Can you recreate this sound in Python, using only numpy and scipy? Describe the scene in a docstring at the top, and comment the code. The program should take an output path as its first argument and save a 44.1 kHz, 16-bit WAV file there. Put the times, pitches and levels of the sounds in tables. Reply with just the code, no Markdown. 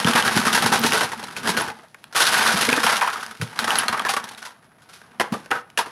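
"""Broken ice grinds in dense tiny cracks as a metal canister is shaken and twisted down into a plastic barrel of it;
then lumps of ice are dropped in beside it. Cracks are random impulses shaped by resonances.
Lumps knock on the damped metal as decaying noise, ice snaps in bright bursts, and thumps and squeaks are
damped sines. A small tiled room adds diffuse echoes and a steady hush; a phone microphone colours the ice."""
import sys
import numpy as np
from scipy import signal
from scipy.io import wavfile
from scipy.ndimage import uniform_filter1d

SR = 44100
rng = np.random.default_rng(int(sys.argv[2]) if len(sys.argv) > 2 else 0)


def output_pcm(signal):
    """Save a mono or channel-first signal as 16-bit PCM at the path in sys.argv[1].

    Samples are clipped to [-1, 1] before scaling.
    """
    pcm = np.clip(np.atleast_2d(signal).T, -1, 1) * 32767
    wavfile.write(sys.argv[1], SR, np.round(pcm).astype(np.int16))


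N = 260625
HZ = np.fft.rfftfreq(4096, 1 / SR)  # frequency grid of every spectrum


def gain_of(db):
    """Amplitude ratio of a level: 20 dB for each factor of ten."""
    return 10 ** (np.asarray(db) / 20)


def evened(x):
    """Normalisation to unit root-mean-square amplitude."""
    return x / np.sqrt(np.mean(x ** 2) + 1e-20)


def read(points, hz):
    """Interpolation on a logarithmic frequency axis."""
    f, value = np.transpose(points)
    return np.interp(np.log(hz + 1), np.log(f + 1), value)


def add(mix, s, sound):
    """Linear superposition: the sound is summed into the mix from time s."""
    part = mix[round(s * SR):][:len(sound)]
    part += sound[:len(part)]


def causal(db):
    """Minimum phase: the impulse response of spectrum db over HZ, with its energy as early as possible."""
    log = np.log(gain_of(np.maximum(db, -100)))
    full = np.concatenate([log, log[-2:0:-1]])
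    return np.fft.ifft(np.exp(np.conj(signal.hilbert(full)))).real[:2048]


def ring(hz, t60, s):
    """Free damped oscillation: a sine that decays by 60 dB in t60."""
    t = np.arange(round(s * SR)) / SR
    return gain_of(-60 * t / t60) * np.sin(2 * np.pi * hz * t)


def treble(split_hz=2525.0):
    """Crossover: the share 0-1 of each frequency that belongs to the part above split_hz."""
    return 1 / (1 + (split_hz / (HZ + 1)) ** 4)


def cracks(count, per_s, spread_db, hiss):
    """Shot noise: sparse random clicks of very uneven size over a wash of hiss."""
    hit = rng.random(count) < per_s / SR
    size = np.minimum(rng.exponential(1, count), 4)
    sign = rng.choice([-1., 1.], count)
    wash = rng.standard_normal(count)
    clicks = hit * sign * gain_of(spread_db * size)
    return evened(evened(clicks) + hiss * wash)


def clinks(x, ring_db, cycles, count=14):
    """Modal excitation: each crack also rings one lump of ice or damped patch of metal at its own pitch."""
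    lump = np.repeat(rng.integers(0, count, len(x) // 70 + 1), 70)[:len(x)]
    pitches = np.geomspace(650., 6500., count) * rng.uniform(0.963, 0.996, count)
    out = np.zeros(len(x))
    for k, hz in enumerate(pitches):
        tone = ring(hz, cycles / hz, .04)
        tone = tone / np.linalg.norm(tone) * (1000 / hz) ** 0.32  # higher pitches ring more weakly
        out += signal.oaconvolve(x * (lump == k), tone)[:len(x)]
    return x + gain_of(ring_db) * out


# Ice grinding, before the swell of the strokes:
# [t/s, dull cracks level/dB, sharp cracks level/dB, barrel wall level/dB]
GRINDING_LEVELS = [(0.0, -28, -31.5, -39.5), (0.87, -30, -32.5, -32), (1.13, -39, -43, -44.5),
                   (1.35, -44.5, -48, -45), (1.56, -29, -37, -31.5), (1.69, -45, -50.5, -43),
                   (1.91, -70, -64.5, -75), (2.16, -52, -64, -60), (2.34, -21, -22, -40.5),
                   (2.72, -27, -29, -36), (2.93, -25.5, -30, -46), (3.19, -36.5, -44, -55),
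                   (3.41, -53, -54, -58), (3.62, -34.5, -42.5, -40), (3.77, -25.5, -37.5, -42),
                   (3.98, -35, -44, -43.5), (4.26, -43, -48, -50), (4.64, -62, -69, -78),
                   (5.25, -53.5, -62.5, -53), (5.4, -51.5, -53.5, -48), (5.61, -60.5, -72, -72),
                   (5.91, -59.5, -59, -59.5)]
# The canister is first worked up and down; each stroke swells the grinding
SHAKE_FIRST_S, SHAKE_PERIOD_S, SHAKE_END_S, SHAKE_DB = 0.085, 0.0947, 1.07, 6


def grind_db(t):
    """Periodic level modulation: dull cracks, sharp cracks and barrel wall swell with each stroke."""
    s, *columns = np.transpose(GRINDING_LEVELS)
    stroke = (1 + np.cos(2 * np.pi * (t - SHAKE_FIRST_S) / SHAKE_PERIOD_S)) / 2
    stroke = stroke * (t < SHAKE_END_S)
    return [np.interp(t, s, c) + SHAKE_DB * stroke for c in columns]


# Spectrum of the cracks as the microphone colours them: [f/Hz, density level/dB per Hz]
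ICE_COLOUR = [(180, -17.5), (300, -12.5), (385, -11.5), (462, -5), (565, -10.5), (814, -1), (1140, -1),
              (1530, 1), (2170, -5.5), (5520, -14.5), (7820, -22), (10700, -16.5), (16000, -44.5)]
# Modes of the barrel wall: [f/Hz, t60/s, level/dB]
BARREL_MODES = [(123, 0.03, -101), (226, 0.058, -3.5), (338, 0.037, -13.5), (476, 0.07, -34)]


def grinding():
    """Stick-slip: dull and sharp cracks come in random jerks; separate, steadier cracks ring the wall's modes."""
    dull_db, sharp_db, wall_db = grind_db(np.arange(N) / SR)
    slow_noise = uniform_filter1d(uniform_filter1d(rng.standard_normal(N), 300), 300)
    jerk = gain_of(2.2 * evened(slow_noise))

    shared = clinks(cracks(N, 2000., 3.85, 0.98), -15.5, 17.2)
    extra = cracks(N, 1000., 7.1, 1.0)  # heard in the sharp part only
    dull_colour = causal(read(ICE_COLOUR, HZ) + 20 * np.log10(1 - treble() + 1e-5))
    sharp_colour = causal(read(ICE_COLOUR, HZ) + 20 * np.log10(treble() + 1e-5))
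    dull = signal.oaconvolve(shared, dull_colour)[:N]
    sharp = signal.oaconvolve(shared + 1.1 * extra, sharp_colour)[:N]

    modes = sum(gain_of(db) * ring(hz, t60, .12) for hz, t60, db in BARREL_MODES)
    wall = signal.oaconvolve(cracks(N, 300., 3.1, 0.18), modes)[:N]
    ice = gain_of(dull_db) * evened(jerk * dull) + gain_of(sharp_db) * evened(jerk * sharp)
    return ice + gain_of(wall_db) * evened(wall)


RISE_SHARE = 0.028  # a knock swells for this share of its crumble time


def knock(db, hz, sharp_db, hollow_db, t60):
    """Source and filter: dying cracks pass the ice colour, this lump's resonance and the canister's hollow."""
    t = np.arange(5000) / SR
    fade_db = -60 * t / t60
    drive = clinks(cracks(len(t), 2000., 2.44, 0.64), -13.0, 9.3, count=5)
    drive *= np.minimum(t / (RISE_SHARE * t60), 1)
    colour_db = read(ICE_COLOUR, HZ) + 10.1 / (1 + ((HZ - hz) / (0.064 * hz)) ** 2)
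    hollow_share = 1 - treble(638.0)
    dull_share = 1 - treble() - hollow_share
    early = round(SR * min(t60, .1) / 8) + 80  # samples that set the level
    parts = []
    # the hollow part dies a little faster than the dull one, the sharp part a little slower
    for share, speed in ((dull_share, 1), (treble(), .9), (hollow_share, 1.1)):
        colour = causal(colour_db + 20 * np.log10(abs(share) + 1e-5))
        part = signal.oaconvolve(drive * gain_of(speed * fade_db), colour)
        parts.append(part / np.sqrt(np.mean(part[:early] ** 2)))
    dull, sharp, hollow = parts
    crest_db = 12.5  # the early dull part is set this far under the nominal peak
    return gain_of(db - crest_db) * (dull + gain_of(sharp_db) * sharp + gain_of(hollow_db) * hollow)


SMALL_COUNT, SMALL_T60_S = 60, 0.11
SMALL_DB, SMALL_SHARP_DB = 7.5, 3.0  # peak and sharpness over the grinding's
SMALL_SPREAD_DB = 2.5  # scale of the random excess in peak level


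def small_knocks():
    """Random point process: small knocks scattered by chance, following the grinding's level and sharpness."""
    when, size, pitch = rng.random((SMALL_COUNT, 3)).T
    s = when * (N - 1) / SR
    dull_db, sharp_db, _ = grind_db(s)
    db = dull_db + SMALL_DB - SMALL_SPREAD_DB * np.log(size + 0.0013)
    hz = 857.0 * 2.2 ** pitch
    return list(zip(s, db, hz, SMALL_SHARP_DB + sharp_db - dull_db, SMALL_T60_S + 0 * s))


# Lumps knocking and crunching:
# [t/s, nominal peak level/dB, lump resonance f/Hz, sharp part over dull level/dB, crumble t60/s]
LUMP_KNOCKS = [(0.071, -5, 1700, -16, 0.052), (0.151, -4.5, 861, -4, 0.13), (0.179, -8.5, 1140, -6.5, 0.15),
               (0.243, -10.5, 1450, -5.5, 0.21), (0.278, -5, 1580, -9, 0.063),
               (0.354, -19, 1570, -16, 0.13), (0.369, -7.5, 1510, -1.5, 0.12),
               (0.45, -8.5, 1500, -6, 0.078), (0.465, -6, 1210, -5, 0.16), (0.527, -10, 1480, 2, 0.075),
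               (0.547, -9.5, 1680, 3.5, 0.1), (0.574, -6, 1500, -4, 0.08), (0.637, -23, 1480, -24, 0.18),
               (0.658, -5.5, 1400, -4, 0.12), (0.721, -5.5, 815, -5.5, 0.15), (0.733, -9, 1520, -1.5, 0.12),
               (0.841, -9.5, 1420, -5.5, 0.12), (0.859, -12, 915, 3, 0.18), (0.923, -9.5, 1460, -1.5, 0.33),
               (0.973, -18, 860, 3.5, 0.14), (1.006, -7, 1510, -4, 0.16), (1.029, -13, 950, -2, 0.097),
               (1.117, -16.5, 1970, -5.5, 0.065), (1.131, -15, 958, -10, 0.057),
               (1.192, -23, 824, -6.5, 0.093), (1.227, -22, 840, -7, 0.051), (1.238, -23, 864, 2.5, 0.041),
               (1.366, -20.5, 1500, 1, 0.13), (1.449, -15.5, 1680, -6.5, 0.33),
               (1.472, -10, 1370, -0.5, 0.092), (1.488, -10, 985, -0.5, 0.11), (1.569, -8, 1500, -3, 0.13),
               (1.594, -14.5, 874, -4, 0.27), (1.675, -18, 1510, -6.5, 0.09), (1.699, -19, 876, -10, 0.055),
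               (1.785, -34.5, 860, -24, 0.19), (1.83, -36, 641, -12, 0.14),
               (1.945, -31.5, 1760, -28, 0.037), (2.125, -26.5, 1400, -2.5, 0.079),
               (2.146, -10.5, 1400, -4.5, 0.26), (2.156, -9, 1210, 0.5, 0.33),
               (2.196, -4, 1470, -2.5, 0.32), (2.264, -9, 1510, 2.5, 0.16), (2.321, -10, 1520, -4, 0.081),
               (2.34, -8, 1520, -4, 0.096), (2.365, -9, 1520, -15, 0.17), (2.408, -7.5, 756, -20, 0.12),
               (2.457, -7, 1460, -6.5, 0.26), (2.607, -15, 1460, 6.5, 0.17), (2.689, -9, 1540, -8, 0.11),
               (2.729, -9.5, 1540, -19, 0.037), (2.776, -12.5, 1780, -24, 0.11),
               (2.83, -5.5, 1420, -3, 0.22), (2.865, -7, 800, -8.5, 0.21), (2.922, -6, 1340, -7.5, 0.14),
               (2.966, -22, 1420, 12, 0.063), (3.013, -4.5, 990, -13, 0.15), (3.073, -6, 1320, -14, 0.094),
               (3.129, -22, 1400, -8, 0.095), (3.157, -13, 1260, -19, 0.041), (3.206, -29.5, 1460, 2, 0.11),
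               (3.227, -16.5, 1280, -6.5, 0.07), (3.31, -23, 1260, -4.5, 0.061),
               (3.414, -20, 1290, 0, 0.13), (3.559, -28, 1200, -2, 0.051), (3.59, -12.5, 1510, -2.5, 0.15),
               (3.642, -10, 846, -3, 0.069), (3.669, -9, 1230, -8, 0.33), (3.704, -12.5, 824, -6, 0.33),
               (3.756, -15.5, 1360, -2, 0.17), (3.786, -15.5, 1610, 3, 0.14),
               (3.831, -11.5, 1260, -10, 0.07), (3.883, -10.5, 1260, -6.5, 0.069),
               (3.925, -8.5, 1050, -9, 0.075), (3.942, -10.5, 1180, -19.5, 0.056),
               (3.97, -15, 1260, -9.5, 0.15), (3.996, -8.5, 1170, -23, 0.037),
               (4.048, -9, 1680, -10.5, 0.11), (4.064, -10.5, 1000, -12, 0.071), (4.089, -8, 805, -2, 0.15),
               (4.136, -9, 1140, -4, 0.047), (4.166, -7.5, 1160, -8.5, 0.074), (4.24, -22, 935, 1, 0.043),
               (4.288, -34, 1560, 11, 0.037), (4.314, -31.5, 1250, 0, 0.078), (4.373, -32, 1580, 3, 0.18),
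               (4.416, -26, 1390, -7, 0.33), (4.449, -27, 964, 1.5, 0.16), (4.817, -42.5, 1470, -1, 0.16),
               (4.887, -37, 1390, -0.5, 0.23), (4.928, -37, 1470, 3.5, 0.29),
               (5.014, -31, 1550, -10, 0.044), (5.197, -7, 648, -8, 0.064), (5.206, -5, 970, -9.5, 0.06),
               (5.228, -24, 1100, -9, 0.26), (5.322, -19, 1110, -5.5, 0.087),
               (5.334, -16, 1220, -9.5, 0.11), (5.459, -29.5, 816, -14, 0.039),
               (5.504, -12, 1470, -11, 0.24), (5.514, -6.5, 1410, -28, 0.079),
               (5.549, -15.5, 1280, -15, 0.17), (5.775, -9.5, 1630, -1.5, 0.072), (5.786, -7, 970, -4, 0.1),
               (5.794, -18, 1150, -12, 0.17), (5.857, -23.5, 1240, -7.5, 0.14)]
HOLLOW_DB = -5  # hollow part of a knock, over the barrel's share of the grinding at that moment


def knocks():
    """Impact excitation: each lump strikes once, with a hollow part that follows the barrel's share."""
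    out = np.zeros(N)
    for s, db, hz, sharp_db, t60 in LUMP_KNOCKS + small_knocks():
        dull_db, _, wall_db = grind_db(s)
        add(out, s, knock(db, hz, sharp_db, HOLLOW_DB + wall_db - dull_db, t60))
    return out


def snap(db, hz):
    """Brittle fracture: milliseconds of bright noise, strongest near the pitch of the splinter."""
    t = np.arange(700) / SR
    burst = rng.standard_normal(len(t)) * gain_of(-60 * t / 0.011)
    burst[0] += 4.5  # the break itself
    ring_db = 12.5 / (1 + ((HZ - hz) / (.1 * hz)) ** 2)
    bright_db = 20 * np.log10(treble(770.0) + 1e-5)
    colour = causal(0.81 * read(ICE_COLOUR, HZ) + ring_db + bright_db)
    burst = signal.oaconvolve(burst, colour)[:len(t)]
    return gain_of(db) * burst / abs(burst).max()


# Sharp snaps of splitting ice: [t/s, peak level/dB, resonance f/Hz]
ICE_SNAPS = [(0.0463, -8, 3060), (0.0727, -12, 3540), (0.136, -6, 3130), (0.2253, -7, 3200),
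             (0.2788, -5, 3740), (0.529, -12, 3960), (0.66, -17, 2660), (0.724, -14, 2700),
             (0.763, -15, 2750), (0.841, -10, 3940), (0.8619, -22, 2640), (0.922, -3, 2720),
             (1.238, -25, 3970), (1.286, -27.5, 3220), (1.3653, -17, 2500), (1.568, -14, 3130),
             (1.9454, -26.5, 2350), (2.0413, -22, 3300), (2.2682, -7, 4000), (2.339, -15, 3030),
             (2.6898, -5.5, 2250), (2.7286, -3.5, 2560), (2.778, -24, 2410), (2.8662, -2, 3100),
             (2.919, -21, 3000), (3.0125, -12, 2370), (3.2066, -24, 3500), (3.264, -19, 4970),
             (3.4144, -11.5, 2770), (3.5907, -4, 3870), (3.641, -24, 3780), (3.7059, -4, 3000),
             (3.7562, -6, 4390), (3.7864, -11.5, 3000), (3.8825, -3.5, 4270), (3.9954, -10.5, 3200),
             (4.087, -14, 2330), (4.1659, -12, 2630), (4.288, -35, 3570), (4.3485, -25, 3820),
             (4.428, -22.5, 5940), (5.1995, -9.5, 3050), (5.46, -28.5, 3080), (5.5144, -8.5, 2820),
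             (5.7014, -35.5, 2770), (5.7749, -8.5, 2830)]


def snaps():
    """Superposition of separate fractures, each at its own time."""
    out = np.zeros(N)
    for s, db, hz in ICE_SNAPS:
        add(out, s, snap(db, hz))
    return out


def struck(table, rise_s, wobble):
    """Damped resonance: single rings with a soft start and an unsteady level."""
    out = np.zeros(N)
    for s, db, hz, t60 in table:
        tone = ring(hz, t60, 1.0)
        tone *= 1 - np.exp(-np.arange(len(tone)) / SR / rise_s)
        tone *= 1 + wobble * evened(uniform_filter1d(rng.standard_normal(len(tone)), 150))
        add(out, s, gain_of(db) * tone / abs(tone).max())
    return out


# Barrel thumps: [t/s, peak level/dB, f/Hz, canister's ring relative to that peak level/dB]
BARREL_THUMPS = [(0.047, -8.5, 183, -13.5), (0.072, -14, 231, -7), (0.094, -16.5, 241, -7),
                 (0.149, -14, 234, -10), (0.257, -28, 174, -13), (0.364, -8.5, 210, -12),
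                 (0.39, -16, 231, -11), (0.464, -19.5, 250, -14), (0.642, -18, 169, -8),
                 (0.716, -16, 216, -5), (0.844, -14.5, 283, -8), (1.489, -17, 192, -17),
                 (2.54, -17, 190, -17), (2.683, -17.5, 255, -0.5), (2.724, -17, 255, 0),
                 (2.774, -17, 297, 1), (2.843, -24, 204, 4), (3.398, -25, 134, -16),
                 (3.417, -16.5, 135, -12), (3.435, -23.5, 135, -16), (5.196, -24.5, 242, -14),
                 (5.32, -12.5, 209, -22)]
THUMP_CYCLES = 10.8  # swings until a thump has died by 60 dB
CANISTER_HZ, CANISTER_T60_S = 467, 0.035  # the canister's lowest mode


def thumps():
    """Constant-Q decay: a thump lasts a fixed count of swings, and also rings the canister's lowest mode."""
    barrel = [(s, db, hz, THUMP_CYCLES / hz) for s, db, hz, _ in BARREL_THUMPS]
    canister = [(s, db + ring_db, CANISTER_HZ, CANISTER_T60_S) for s, db, _, ring_db in BARREL_THUMPS]
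    return struck(barrel + canister, 0.0035, 0.4)


# Squeaks of ice on metal: [t/s, peak level/dB, f/Hz, t60/s]
METAL_SQUEAKS = [(0.7941, -19, 13600, 0.015), (1.617, -15.5, 10450, 0.017), (2.3705, -27, 11900, 0.05),
                 (3.7853, -7, 10660, 0.02)]


def squeaks():
    """Frictional squeal: ice on metal gives brief high tones of very unsteady level."""
    return struck(METAL_SQUEAKS, 0.00082, 0.95)


# Reverberation time of the room: [f/Hz, t60/s]
ROOM_DECAY = [(150, 0.23), (400, 0.35), (1000, 0.36), (3000, 0.26), (9000, 0.094)]


def room(x):
    """Diffuse reverberation: sparse echoes of random sign, each band decaying at its own rate."""
    taps = np.zeros(SR // 2)
    at = np.arange(120, len(taps) - 20, 20)
    taps[at + rng.integers(0, 20, len(at))] = rng.choice([-1., 1.], len(at))
    hz, t, z = signal.stft(taps, SR, nperseg=256)
    decay = gain_of(-60 * t / read(ROOM_DECAY, hz)[:, None])
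    tail = signal.istft(z * decay, SR, nperseg=256)[1]
    return signal.fftconvolve(x, tail / np.linalg.norm(tail))[:N]


# Spectrum of the room hush, relative: [f/Hz, density level/dB per Hz]
HUSH_COLOUR = [(18, -32), (30, -12), (145, 13), (499, 1.5), (684, 6), (1280, -17.5), (1630, -12),
               (2480, -12), (8080, -33), (10200, -7), (14400, -32), (16000, -31)]
HUSH_DB = -59  # RMS level


def hush():
    """Stationary coloured noise: the steady hush of the room."""
    noise = signal.oaconvolve(rng.standard_normal(N), causal(read(HUSH_COLOUR, HZ)))[:N]
    return gain_of(HUSH_DB) * evened(noise)


def scene():
    """Linear superposition of the near sources, their reverberation and the hush."""
    near = grinding() + knocks() + snaps() + thumps() + squeaks()
    # below about 95 Hz the near sounds fall away, while the hush keeps its deep bass
    near = signal.sosfilt(signal.butter(3, 95., "high", fs=SR, output="sos"), near)
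    return (near + gain_of(-15.5) * room(near) + hush())[None]


EDGE_HZ = 15900  # upper band limit


def record(dry):
    """Saturation and band limiting: the input rounds off the highest peaks, then a low-pass filter acts."""
    soft = .95 * np.tanh(dry / .95)
    low_pass = signal.firwin(511, EDGE_HZ, window=("kaiser", 9), fs=SR)
    return signal.oaconvolve(soft, low_pass[None], "same")


dry = scene()
out = record(dry)
output_pcm(out)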